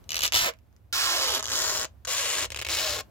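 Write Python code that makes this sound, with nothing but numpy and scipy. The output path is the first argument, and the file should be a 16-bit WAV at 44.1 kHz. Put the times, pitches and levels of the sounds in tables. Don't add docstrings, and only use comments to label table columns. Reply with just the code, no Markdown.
import sys
import numpy as np
from scipy import signal
from scipy.fft import rfft, irfft, next_fast_len
from scipy.io import wavfile
from scipy.ndimage import map_coordinates

SR = 44100
rng = np.random.default_rng(int(sys.argv[2]) if len(sys.argv) > 2 else 0)


def boost_factor(decibels):
    exponent = np.asarray(decibels, float) / 20
    return 10 ** exponent


def transcribe(u):
    v = np.clip(np.atleast_2d(u).T, -1, 1)
    q = np.round(v * 32767).astype(np.int16)
    wavfile.write(sys.argv[1], SR, q)


N = 136710

# time in seconds, pull strength in dB, slip rate in Hz,
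# push on the lid in dB.
FAST_PULLS = [
    [(.232, -31, 401.7, -23), (.25, -28.5, 500.3, -43), (.285, -46.5, 200.3, -17)],
    [(.339, -26.5, 396.6, -5), (.352, -23.5, 698.3, -13), (.43, -29, 1039, -4.5), (.465, -29, 568.7, -3.5),
     (.49, -34, 470.7, 6), (.512, -53.5, 421.5, 0)],
    [(.926, -30.5, 1543, -9.5), (1.0, -29.5, 1461, -4.5), (1.08, -29, 1073, -1.5), (1.16, -30, 669.1, -3),
     (1.31, -31, 432.9, -3.5), (1.37, -30, 291, -5), (1.403, -43, 212, 4)],
    [(1.512, -32.5, 289.8, -5.5), (1.58, -30, 331.8, -9), (1.7, -31.5, 499.3, -6.5),
     (1.77, -32.5, 302.5, -7), (1.852, -39, 158.5, 2)],
    [(2.069, -35.5, 402.5, -3.5), (2.12, -31, 652.4, -9.5), (2.3, -32, 486.2, -6.5),
     (2.4, -33.5, 347.5, -6.5), (2.463, -36.5, 250.7, -3.5)],
    [(2.699, -32, 280.7, -5), (2.76, -32.5, 398.3, -7.5), (2.8, -31, 642.4, -4.5), (2.91, -34.5, 644, -1),
     (2.95, -34.5, 545.7, -3), (3.01, -40.5, 420, 4)],
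]
# time in seconds, strength in dB.
LONE_SLIPS = [(0.0927, -13.0), (0.1062, -10.0), (0.1193, -9.0), (0.1311, -11.0), (0.1441, -6.0),
              (0.1567, -7.0), (0.1675, -6.0), (0.1804, -12.0), (0.1921, -5.0), (0.2086, -8.0),
              (0.2207, -8.0), (0.2289, -9.0), (0.2341, 0.0), (0.2379, -3.0), (0.2421, -8.0),
              (0.2486, -7.0), (0.2546, -2.0), (0.2649, -4.0), (0.2785, -6.0), (0.323, -5.0),
              (0.3295, -7.0), (0.336, -5.0), (0.3443, -2.0),
              (1.3953, -13.0), (1.4075, -15.0), (1.4277, -12.0), (1.4345, -18.0), (1.4421, -14.0),
               (1.4476, -18.0), (1.4563, -11.0), (1.4665, -16.0), (1.476, -13.0), (1.4834, -12.0),
               (1.4907, -14.0), (1.4949, -15.0), (1.5007, -13.0), (1.5043, -13.0), (1.5084, -12.0),
               (2.0504, -18.0), (2.054, -20.0),
              (2.5042, -14.0), (2.5163, -35.0), (2.5214, -13.0), (2.5323, -28.0), (2.5462, -13.0),
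               (2.5615, -12.0), (2.5639, -13.0), (2.5737, -13.0), (2.5893, -15.0), (2.5922, -13.0),
               (2.5947, -15.0), (2.6015, -16.0), (2.6155, -9.0), (2.6238, -11.0), (2.6288, -15.0),
               (2.65, -13.0), (2.653, -18.0), (2.6678, -11.0), (2.6731, -15.0), (2.6824, -25.0),
               (2.6879, -8.0), (2.6939, -12.0), (2.6966, -11.0),
              (.1715, -10), (.1965, -15), (.2068, -11), (.2188, -14), (.3505, -2), (2.5195, -16),
               (2.525, -19), (2.6215, -15), (2.6483, -17), (2.6655, -18)]
# time in seconds, strength in dB.
SETTLING_TICKS = [(0.0415, -39), (0.538, -31.5), (.569, -53), (0.589, -42.5), (0.728, -52), (0.7647, -43.5)]
# time in seconds, strength in dB.
STUBBORN_SPOTS = [(0.3606, -3.0), (0.3711, -1.0), (0.3938, -6.0), (0.4018, -6.0), (0.4187, -6.0),
                  (0.4233, -5.0), (0.4364, -7.0), (0.4456, -5.0), (0.4611, -10.0), (1.797, -11.0),
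                  (1.8015, -14.0), (1.806, -15.0), (1.8144, -6.0), (1.8214, -10.0), (1.8318, -16.0),
                  (1.8404, -12.0), (1.8465, -13.0), (2.3359, -11.0), (2.3498, -12.0), (2.3719, -9.0),
                  (2.3764, -6.0), (2.3855, -11.0), (2.3888, -11.0), (2.3932, -8.0), (2.3964, -9.0),
                  (2.4088, -9.0), (2.4158, -11.0), (2.4263, -8.0), (2.43, -9.0), (2.4339, -11.0),
                  (2.4381, -9.0), (2.4454, -8.0), (2.4536, -11.0)]
# time in seconds, level in dB.
SLACK_TUG = [(.3, -1), (1.45, 4), (2.05, -1.5), (2.5, 4.5)]

# frequency in Hz, level in dB per Hz.
CORNER_COLOUR = [(530, -37.5), (900, -15), (1640, -11.5), (2960, -5.5), (6030, -8.5), (8870, -18.5),
                 (14000, -13), (16000, -24)]
FREE_CORNER_COLOUR = [(530, -15.5), (900, -6.5), (1300, -3.5), (2300, -1.5), (4000, -7), (7000, -10.5),
                      (8870, -18.5), (16000, -12)]
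PULL_START_COLOUR = [(530, -26), (900, -13.5), (1500, -6), (2300, -11.5), (3200, -6), (5400, -5.5),
                     (7200, -13), (8660, -16.5), (16000, -17.5)]
MIDDLE_COLOUR = [(530, -37), (900, -2), (1570, -4), (2300, -7), (3300, 0.5), (6720, -3.5), (8660, -15.5),
                 (12000, -8.5), (16000, -19.5)]
LATE_COLOUR = [(530, -20), (900, -10.5), (1570, -6), (2300, -14), (4000, -7.5), (7000, -5), (8660, -18.5),
               (16000, -17)]
FAR_COLOUR = [(530, -32.5), (900, -9.5), (1080, -6.5), (1170, -9), (2830, -1.5), (5410, -9), (6800, -4.5),
              (16000, -21.5)]
END_COLOUR = [(530, -37.5), (900, -15), (1050, -12.5), (1770, -7.5), (3910, -2), (7230, -8), (8550, -14.5),
              (16000, -14)]
COLOUR_TIMES = [.36, .47, 1.0, 1.35, 1.7, 2.4, 2.8]
# time in seconds, left lag in samples, left minus right in dB.
PEEL_PATH = [(0.203, -13, 0), (1.0, -6, -3), (1.702, -4, 1.5), (2.998, -1, 2.5)]
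# frequency in Hz, level in dB.
TUG_COLOUR = [(120, -27), (250, -5), (500, -1.5), (1100, -6), (1700, -4), (3000, -19), (8000, -54.5)]
# start in seconds, low ring in Hz, its level in dB,
# high ring in Hz, its level in dB.
FILM_RINGS = [(0, 2660, -3, 6500, -3), (.6, 1400, 0, 6400, 5.5), (2.2, 2500, -0.5, 6900, -27)]
# frequency in Hz, width in Hz, level in dB.
LID_RINGS = [(549, 61, -6), (639, 20, 4.5), (1073, 36, 2), (1651, 26, -39.5), (2400, 110, -22),
             (2886, 90, 1.5), (4070, 88, 3), (5190, 1000, -0.5), (7110, 660, 6.5)]

# frequency in Hz, time to fall by 60 dB in seconds.
ROOM_DECAY = [(300, .13), (2000, .13), (6000, .11), (12000, .1)]
# frequency in Hz, level in dB.
WALL_COLOUR = [(300, 1.5), (2500, 0), (7000, -3), (14000, -12)]
# frequency in Hz, level in dB per Hz.
AIR_COLOUR = [(71, -35.5), (120, -2), (217, -7), (402, -15), (569, -14.5), (2380, -30), (9020, -40),
              (14200, -34), (16000, -36)]
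RUMBLE_COLOUR = [(13, -52.5), (30, -26.5), (50, 4.5), (70, 9.5), (110, 4), (160, -32.5), (210, -36.5),
                 (350, -120)]
# time in seconds, level in dB.
AIR_GAIN_CURVE = [(.03, 4), (.6, -3.5), (.9, -5), (2.0, -1), (3.1, 3)]
# time in seconds, level in dB.
HAND_CURVE = [(0.0, -54.5), (.22, -48), (.33, -57.5), (.36, -42), (.385, -52), (0.42, -45), (0.53, -64),
              (0.59, -59), (1.34, -50.5), (1.6, -52), (1.8, -52.5), (2.34, -55.5), (2.42, -46.5),
              (2.57, -52.5), (2.96, -46), (3.1, -61)]
# frequency in Hz, left minus right in dB.
PORT_DIFFERENCE = [(600, .5), (3000, -2), (9000, 2)]

SNAP_DB, TEAR_DB, STUBBORN_DB = 0.5, 2, -1.5
PUSH_DB, SNAP_PUSH_DB = -7, -15.5
SLIP_SPREAD_DB, CRACK_SPREAD_DB, PUSH_SPREAD_DB = 2, 3, 1.5
JITTER, WANDER = .13, .11
BURST_S, SNAP_S, SNAP_SHIFT_S = .0014, .0009, -.0005
LAG_SPREAD, PAN_SPREAD_DB = 1.0, 2.5
LOW_RING_WIDTH_HZ, HIGH_RING_WIDTH_HZ = 800, 1500
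LID_CRACK_DB, LID_TUG_DB = -10.5, 3.5
ROOM_DB, AIR_DB = -5, -61.5
EARLY_T60_S, EARLY_DB = .035, 6
TOP_HZ = 15950


def unit(x):
    return x / np.sqrt(np.mean(x ** 2) + 1e-20)


def along(points, hz):
    f, v = np.transpose(points)
    return np.interp(np.log(hz + 1), np.log(f + 1), v)


def over_time(points, t):
    return np.interp(t, *np.transpose(points))


def wobble(rate):
    return map_coordinates(rng.standard_normal(400), [np.arange(N) * rate / SR % 399])


def filtered(x, response):
    m = 2 * next_fast_len(N // 2 + 8192)
    return irfft(rfft(x, m) * response(np.fft.rfftfreq(m, 1 / SR)), m)[..., :N]


def causal(points, hz):
    c = irfft(np.log(boost_factor(along(points, hz)) + 1e-4))
    half = len(c) // 2
    c[1:half] *= 2
    c[half + 1:] = 0
    h = np.exp(rfft(c))
    return unit(np.abs(h)) * np.exp(1j * np.angle(h))


def resonance(f, centre, width, db):
    return boost_factor(db) * 1j * f * width / (centre * centre - f * f + 1j * f * width)


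def impulses(s, size):
    at = np.clip(s * SR, 8, N - 10)
    k = np.floor(at)[:, None] + np.arange(-7, 9)
    d = k - at[:, None]
    click = size[:, None] * np.sinc(d) * np.cos(np.pi * d / 16) ** 2
    return np.bincount(k.astype(int).ravel(), click.ravel(), N)


def pulling(t):
    return sum((t >= p[0][0]) & (t <= p[-1][0]) for p in FAST_PULLS)


def slips():
    t, rows = np.arange(N) / SR, np.concatenate(FAST_PULLS)
    rate_hz = np.exp(np.interp(t, rows[:, 0], np.log(rows[:, 2])) + WANDER * wobble(90))
    at = np.flatnonzero(np.diff(np.floor(np.cumsum(pulling(t) * rate_hz / SR))))
    z = rng.standard_normal((3000, 3))[:len(at)].T
    fast_s = t[at] + JITTER * z[0] / rate_hz[at]
    pull_db = np.interp(fast_s, rows[:, 0], rows[:, 1]) + TEAR_DB
    mean = boost_factor(pull_db) * np.sqrt(SR / rate_hz[at])
    fast_size = mean * boost_factor(SLIP_SPREAD_DB * z[1])
    push_db = np.interp(fast_s, rows[:, 0], rows[:, 3]) + PUSH_DB
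    fast_push = mean * boost_factor(push_db + PUSH_SPREAD_DB * z[2])

    stubborn = np.array(STUBBORN_SPOTS) + [0, STUBBORN_DB]
    lone_s, lone_db = np.concatenate([LONE_SLIPS,
                                      SETTLING_TICKS, stubborn]).T
    lone_size = boost_factor(lone_db + SNAP_DB)
    lone_push = lone_size * boost_factor(SNAP_PUSH_DB + over_time(SLACK_TUG, lone_s))

    s = np.r_[lone_s + SNAP_SHIFT_S, fast_s]
    burst_s = np.r_[0 * lone_s + SNAP_S, 0 * fast_s + BURST_S]
    return s, np.r_[lone_size, fast_size], np.r_[lone_push, fast_push], burst_s


def placed(s, size, z):
    t, lag, pan_db = np.transpose(PEEL_PATH)
    late = (np.interp(s, t, lag) + LAG_SPREAD * z[0]) / SR / 2
    side_db = (np.interp(s, t, pan_db) + PAN_SPREAD_DB * z[1]) / 2
    left = impulses(s + late, size * boost_factor(side_db))
    right = impulses(s - late, size * boost_factor(-side_db))
    return np.array([left, right])


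def cracks(s, size, burst_s, count=16):
    wait = rng.exponential(size=(3200, count))[:len(s)]
    after = burst_s[:, None] * wait * (np.arange(count) > 0)
    z = rng.standard_normal((3200, 4, count))[:len(s)].transpose(1, 0, 2)
    fade = np.exp(-after / burst_s[:, None] / 2)
    each = np.sign(z[2]) * boost_factor(CRACK_SPREAD_DB * z[3]) * fade
    each = each * (size / np.linalg.norm(each, axis=1))[:, None]
    train = placed((s[:, None] + after).ravel(), each.ravel(), z[:2].reshape(2, -1))

    colours = (CORNER_COLOUR, FREE_CORNER_COLOUR, PULL_START_COLOUR, MIDDLE_COLOUR,
               LATE_COLOUR, FAR_COLOUR, END_COLOUR)
    out = np.zeros((2, N))
    for colour, row in zip(colours, np.eye(len(COLOUR_TIMES))):
        share = np.interp(np.arange(N) / SR, COLOUR_TIMES, row)
        out += filtered(train * share, lambda hz: causal(colour, hz))
    return out


def film_tug(s, push):
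    return filtered(placed(s, push, np.zeros(2)), lambda hz: causal(TUG_COLOUR, hz))


def film_twang(crackle):
    t = np.arange(N) / SR
    creeping = 1 - pulling(t)
    stretch = np.searchsorted([row[0] for row in FILM_RINGS[1:]], t)
    out = np.zeros((2, N))
    for k, (_, low, low_db, high, high_db) in enumerate(FILM_RINGS):
        out += filtered(crackle * creeping * (stretch == k),
                        lambda f: resonance(f, low, LOW_RING_WIDTH_HZ, low_db)
                        + resonance(f, high, HIGH_RING_WIDTH_HZ, high_db))
    return out


def lid(train):
    return filtered(train, lambda f: sum(resonance(f, *ring) for ring in LID_RINGS))


def room(x, count=10):
    out, n = np.zeros((2, N + SR)), N // count + 1
    for k in range(count):
        hz, t, z = signal.stft(rng.standard_normal((2, SR // 4)), SR, nperseg=256)
        late = boost_factor(-60 * t / along(ROOM_DECAY, hz)[:, None])
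        early = boost_factor(EARLY_DB - 60 * t / EARLY_T60_S)
        tail = signal.istft(z * (late + early), SR, nperseg=256)[1]
        wet = signal.fftconvolve(x[:, k * n:(k + 1) * n], tail / np.linalg.norm(tail[0]), axes=1)
        start = k * n + 90
        out[:, start:start + wet.shape[1]] += wet
    return out[:, :N]


def hiss(spectrum, alike):
    a, b = filtered(rng.standard_normal((2, N)), lambda hz: boost_factor(along(spectrum, hz)))
    u = np.arccos(np.clip(alike, 0, 1)) / 2
    return unit(np.array([np.cos(u) * a + np.sin(u) * b, np.cos(u) * a - np.sin(u) * b]))


def background():
    t = np.arange(N) / SR
    hand_db = over_time(HAND_CURVE, t) + 1.2 * wobble(12)
    air_db = AIR_DB + over_time(AIR_GAIN_CURVE, t) + 0.62 * wobble(3.6)
    air = boost_factor(air_db) * hiss(AIR_COLOUR, alike=0.29)
    rumble = boost_factor(hand_db) * hiss(RUMBLE_COLOUR, alike=.8) * boost_factor([[-1.6], [1.6]])
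    return air + rumble


def scene():
    s, size, push, burst_s = slips()
    crackle = cracks(s, size, burst_s)
    tug = film_tug(s, push)
    ringing = lid(boost_factor(LID_CRACK_DB) * crackle + boost_factor(LID_TUG_DB) * tug)
    peel = crackle + film_twang(crackle) + tug + ringing
    echo = room(filtered(peel, lambda hz: boost_factor(along(WALL_COLOUR, hz))))
    return peel + boost_factor(ROOM_DB) * echo + background()


def low_pass(x):
    return signal.sosfilt(signal.butter(12, 16990, fs=SR, output="sos"), x)


def record(dry):
    def ports(hz):
        left_right_db = along(PORT_DIFFERENCE, hz) * np.array([[.5], [-.5]])
        return boost_factor(left_right_db) / (1 + (hz / TOP_HZ) ** 60)
    return low_pass(filtered(dry, ports))


dry = scene()
out = record(dry)
transcribe(out)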